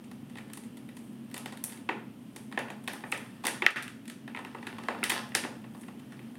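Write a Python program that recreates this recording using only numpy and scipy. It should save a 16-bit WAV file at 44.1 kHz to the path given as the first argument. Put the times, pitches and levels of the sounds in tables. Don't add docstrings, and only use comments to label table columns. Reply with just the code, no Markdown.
import sys
import numpy as np
from scipy import signal
from scipy.fft import rfft, irfft
from scipy.io import wavfile
from scipy.ndimage import uniform_filter1d

SR = 44100
rng = np.random.default_rng(int(sys.argv[2]) if len(sys.argv) > 2 else 0)


def boost_factor(decibels):
    exponent = np.asarray(decibels, float) / 20
    return 10 ** exponent


def store_pcm(level_fs):
    pcm = np.round(np.clip(level_fs, -1, 1) * 32767).astype(np.int16)
    wavfile.write(sys.argv[1], SR, np.atleast_2d(pcm).T)


N = 281358

# (time to fade by 60 dB, before any extra damping)
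THUD = [(345, -8, 0.046), (607, 2, 0.0058), (839, 5.5, 0.0038), (1012, 15.5, 0.0045)]
RING = [(1303, 2.5, 0.015), (1775, 12, 0.0095), (1965, 14.5, 0.0028), (2684, 0.5, 0.017)]
TICK = [(3130, 13, 0.0022), (3650, 2.5, 0.0064), (4600, -6, 0.0088), (5320, 0.5, 0.0045)]
CRACK = [(7480, -5.5, 0.0011), (8946, 1, 0.0016), (9290, -0.5, 0.001), (12400, -1.5, 0.00089),
         (15350, -6, 0.00091)]


def level(x, db):
    return x * boost_factor(db) / np.sqrt(np.mean(x ** 2))


def shaped(points):
    hz, db = np.transpose(points)
    f = np.arange(N // 2 + 1) * SR / N
    gain = boost_factor(np.interp(np.log(f + 1), np.log(hz), db))
    return irfft(rfft(rng.standard_normal(N)) * gain, N)


def band(x, hz, width):
    return signal.lfilter(*signal.iirpeak(hz, hz / width, SR), x)


def walk(rate):
    hold = int(SR / rate)
    steps = np.repeat(rng.standard_normal(N // hold + 1), hold)
    smooth = uniform_filter1d(uniform_filter1d(steps, hold), hold)
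    return 1.3 * smooth[:N]


def drone():
    # (per Hz, relative)
    drone_colour = [(18, -63), (30, -20), (54, -79), (107, 1.5), (167, -5.5), (235, 11.5), (480, -24),
                    (608, -27.5), (1490, -34), (3130, -23.5), (4180, -45), (7280, -47), (9730, -36),
                    (15200, -37), (16500, -50)]
    # pitch_hz, width_hz, level_db (rms, before the slow swell)
    room_hum = [(131.2, 6, -57), (218.4, 42, -49.5), (239, 92, -81)]
    steady = level(shaped(drone_colour), -47)
    hum = 0
    for hz, width, db in room_hum:
        hum = hum + level(band(rng.standard_normal(N), hz, width), db)
    swell_db = .7 * walk(1.5)
    return (steady + hum) * boost_factor(swell_db)


def ring(modes, chance, damp=1):
    hz, db, t60 = np.transpose(modes)[:, :, None]
    delay_s = 0.046 * (hz ** -.5 - 16000 ** -.5)
    t = np.clip(np.arange(2048) / SR - delay_s, 0, None)
    a, b = chance[:2 * len(modes)].reshape(2, -1, 1)
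    scatter_db, detune = 2. * a, 1 + .03 * b
    side = (-1.) ** np.arange(len(modes))[:, None]
    fade = 1000. ** (-t * damp / t60)
    waves = side * boost_factor(db + scatter_db) * np.sin(2 * np.pi * hz * detune * t) * fade
    edges = .8 * hz.min(), 1.3 * hz.max()
    return signal.sosfilt(signal.butter(3, edges, "band", fs=SR, output="sos"), np.sum(waves, axis=0))


def hands():
    # peak_s, creak_db (swell added to the steady grip),
    # length_s (fall to 30 dB under the peak), skin_db (skin rustle against creak)
    creak_events = [(0.38, -62, .15, -12), (0.6, -68, .3, -8), (1.04, -78, .3, 9), (1.38, -57, .2, -18),
                    (1.72, -57, .2, -9), (2.4, -76, .3, 6), (2.943, -50, .12, -9), (3.133, -68, .2, 8),
                    (3.27, -63, .4, -8), (3.53, -48, .15, -24), (3.72, -40, .11, -16), (4.38, -64, .2, -8),
                    (4.51, -64, .3, -14), (4.68, -60, .15, -14), (4.887, -54.5, .3, -12),
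                    (5.149, -37, .17, -21), (5.8, -78, .15, 13), (6.197, -68, .6, -9)]
    rise_per_fall = 0.96
    t = np.arange(N) / SR
    creak, rustle = boost_factor(-80), boost_factor(-77)
    for s, db, length, skin_db in creak_events:
        from_peak_s = np.maximum(t - s, (s - t) / rise_per_fall)
        swell = boost_factor(db - 30 / length * from_peak_s)
        creak = creak + swell
        rustle = rustle + boost_factor(skin_db) * swell
    out = 0
    for modes, gain, rate in (THUD[1:] + RING + TICK, creak, 900), (CRACK, rustle, 2500):
        happens = rng.random(N) < rate / SR
        slips = happens * rng.standard_normal(N) * boost_factor(2.4 * rng.exponential(size=N))
        body = signal.fftconvolve(slips, ring(modes, np.zeros(32)))[:N]
        out = out + level(body, 0) * gain
    return out


def energy(y, db):
    return y * boost_factor(db) * np.sqrt(SR / 100 / np.sum(y ** 2))


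def snaps():
    # start_s, ring_db (rms over 10 ms), depth_db (thud against ring),
    # sharp_db (crackle against ring), run_ms (until 4 in 5 cracks have gone)
    snap_events = [(0.039, -61, -8, -3, 7.5), (0.113, -56.5, 2, -3, 4.8), (0.297, -61.5, -1, -3, 6.3),
                   (0.354, -51.5, -0.5, -13, 2.7), (0.37, -50, -3, -11, 7.7), (0.383, -46, -3, -15, 4.6),
                   (0.498, -56.5, 0.1, -9, 5.2), (0.533, -51, -11, 6, 3.9), (0.572, -53.5, 4, 5, 4.3),
                   (0.636, -61, -6, -0.5, 6.6), (0.77, -58, -2.5, 1.5, 7.6), (0.888, -53.5, -8, -10, 6.1),
                   (0.967, -55.5, 1, 0.5, 6), (1.313, -59.5, -3, 0, 5.4), (1.342, -45, -1.5, 0.8, 2.17),
                   (1.364, -47.5, -0.5, -3, 6.5), (1.378, -49.5, -1, 6, 2.9), (1.458, -42, 0, -7, 2.95),
                   (1.523, -50, 6, -5.5, 11), (1.572, -52.5, -16, -2, 3.3), (1.6392, -49.5, -2, 17.5, 1.7),
                   (1.648, -66, -2.5, 24, 0.8), (1.654, -66, -3, 12, 3), (1.694, -54, -3, -2.5, 9),
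                   (1.72, -52.5, 0, 0, 10.3), (1.772, -58, -4, -3, 4), (1.889, -29, 1.2, -30.5, 4.95),
                   (2.361, -49.5, 1.5, 1.2, 6.2), (2.514, -58, 5, -8, 5), (2.524, -45, -3, -15, 2.4),
                   (2.574, -28.5, -2.5, -30, 3.3), (2.589, -44.5, 0, -3, 3.9), (2.683, -50, 1, -16, 2.3),
                   (2.701, -44, 3, -11.5, 4.8), (2.838, -65.5, -3, 7, 4.8), (2.876, -33.5, -5, -10, 6.8),
                   (2.932, -49.5, 3, 2.5, 3.7), (3.037, -40.5, -0.2, -37, 4.3), (3.118, -47, -13, 6, 2.1),
                   (3.123, -27.5, -7.5, -25, 2.47), (3.176, -52.5, 4, 3, 5.8), (3.438, -45, 9.5, -6, 6),
                   (3.451, -35.5, -2.5, -4, 6.4), (3.468, -33, -2, 3, 2.5), (3.477, -33.5, -11, -15, 6.2),
                   (3.62, -27.5, -1.9, -27, 4.8), (3.6636, -12.5, -17.5, -29, 0.8),
                   (3.705, -37, -2, -4, 5.6), (3.764, -40, -21, -27, 8.9), (3.78, -43, -15, -23, 5.6),
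                   (3.824, -46, -11, -0.6, 7.6), (3.836, -48, -24, -12, 7.3),
                   (3.879, -44.5, -20.5, -9.5, 2), (4.054, -58, -7, -4, 4.7), (4.078, -51.5, -9, 0.5, 6.5),
                   (4.098, -47, -9, -3, 3.6), (4.277, -45, -2, -18, 3.4), (4.347, -39.5, -3, -27, 3.8),
                   (4.362, -45.5, -2, -17, 2.8), (4.372, -40, -7, -25, 2.4), (4.389, -54, 13, -7, 3.9),
                   (4.448, -44, -0.5, -16.5, 2.66), (4.547, -48.5, 9, -20, 5.1), (4.584, -55, -4, -15, 4),
                   (4.627, -46.5, -2, -20, 3.9), (4.668, -38, -3, -14, 7.4), (4.727, -48.5, 0.4, -21, 1.65),
                   (4.783, -47.5, 5.5, -13.5, 4.9), (4.789, -58, 11, -9, 1.5), (4.835, -50, 2.5, -11, 3.1),
                   (4.884, -31.5, 3, -23.5, 3.6), (4.946, -52, 13, -23, 7.1), (5.029, -30, -8.5, -37, 2.2),
                   (5.038, -31, -20, -1.5, 2.7), (5.044, -51, -9, -1.5, 0.82), (5.05, -55, 5, -3, 7.2),
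                   (5.096, -37.5, -3, 3, 2.7), (5.099, -31.5, -8, -4.5, 3), (5.104, -34, -11, -1.5, 0.78),
                   (5.118, -33.5, 0.1, -10.5, 7), (5.319, -48, -3, -23, 3.9), (5.345, -40, -19, -29, 1.97),
                   (5.35, -26.5, -7, -3, 3.7), (5.359, -46.5, 4.5, 8, 1.24), (5.437, -37.5, -6, -23, 4.4),
                   (5.445, -43, 7.5, -21, 4.2), (5.641, -53, 1, -24, 7), (5.745, -58.5, 9, -9, 8.8),
                   (5.811, -65.5, -4, 11, 11), (5.833, -54.5, -4, -12, 4.5), (5.882, -52.5, 4.5, -14, 5.3),
                   (5.993, -59.5, -7, -6, 7.5), (6.12, -51.5, -3.5, -13, 12), (6.192, -52.5, -3, -16, 2.7),
                   (6.353, -56.5, -3, -12, 3.6)]
    tick_base_db, tick_share, tick_top_db, tick_per_db = 2.5, .55, -1.5, .06
    tick_tilt = .7
    blur = 1.6
    near, spread = np.zeros((2, N + 4096))
    for s, ring_db, depth_db, sharp_db, run_ms in snap_events:
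        chance, cracks = rng.standard_normal((4, 16)), rng.random((3, 24))
        run = np.zeros(2048)
        at_s = np.clip(run_ms, .3, 40) / 1000 * (cracks[0] / .8) ** 1.2
        strength = np.sign(cracks[1] - .5) * boost_factor(-14 * cracks[2] - 5.6 * cracks[0])
        np.add.at(run, (at_s * SR).astype(int), strength)
        i = int(s * SR)
        tick_db = min(tick_base_db + tick_share * sharp_db + tick_per_db * ring_db, tick_top_db)
        tilt_db = tick_tilt * min(sharp_db, 0)
        tick = [(hz, db + tilt_db * np.log2(hz / TICK[0][0]), t60) for hz, db, t60 in TICK]
        levels_db = ring_db + np.array([depth_db, 0, tick_db, sharp_db])
        for modes, c, db in zip((THUD, RING, tick, CRACK), chance, levels_db):
            y = signal.fftconvolve(run, ring(modes, c))
            near[i:i + len(y)] += energy(y, db)
            spread[i:i + 2048] += energy(ring(modes, c, damp=blur), db)
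    return near[:N], spread[:N]


def room(x):
    # pitch_hz, t60_s (time to fade by 60 dB), level_db (before a weight by pitch)
    tail_bands = [(315, 0.26, -44.5), (585, 0.44, -34), (1380, 0.43, -38), (3060, 0.39, -35.5),
                  (6160, 0.42, -30), (11200, 0.29, -27.5)]
    t = np.arange(int(.8 * SR)) / SR
    tail = 0
    for hz, t60, db in tail_bands:
        noise = band(band(rng.standard_normal(len(t)), hz, hz), hz, hz)
        tail = tail + boost_factor(db) * noise * np.sqrt(3000 / hz) * 1000. ** (-t / t60)
    build_up = np.clip((t - .003) / 0.0024, 0, 1)
    return signal.fftconvolve(x, tail * build_up)[:N]


def scene():
    near, spread = snaps()
    skin = hands()
    return (near + skin + room(spread + skin) + drone())[None]


def duck(x):
    limit_db, hold_s = -18, .094
    duck_db, slide = -14, .3
    power = signal.lfilter(np.ones(220) / 220, 1, x ** 2)
    gain_db, free, hold = np.zeros(N), 0, int(hold_s * SR)
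    for i in np.flatnonzero(power > boost_factor(limit_db) ** 2):
        if i >= free:
            free = min(i + hold, N)
            gain_db[i:free] = duck_db * (np.arange(free - i) / hold) ** slide
    return x * boost_factor(uniform_filter1d(gain_db, size=64))


def top_cut(x):
    return signal.sosfilt(signal.butter(12, 16830, fs=SR, output="sos"), x)


def record(dry):
    ducked = duck(dry[0])
    no_bass = signal.sosfilt(signal.butter(1, 60, "high", fs=SR, output="sos"), ducked)
    mix = signal.sosfilt(signal.cheby1(6, .5, 15700, fs=SR, output="sos"), no_bass)
    return top_cut(mix[None])


dry = scene()
out = record(dry)
store_pcm(out)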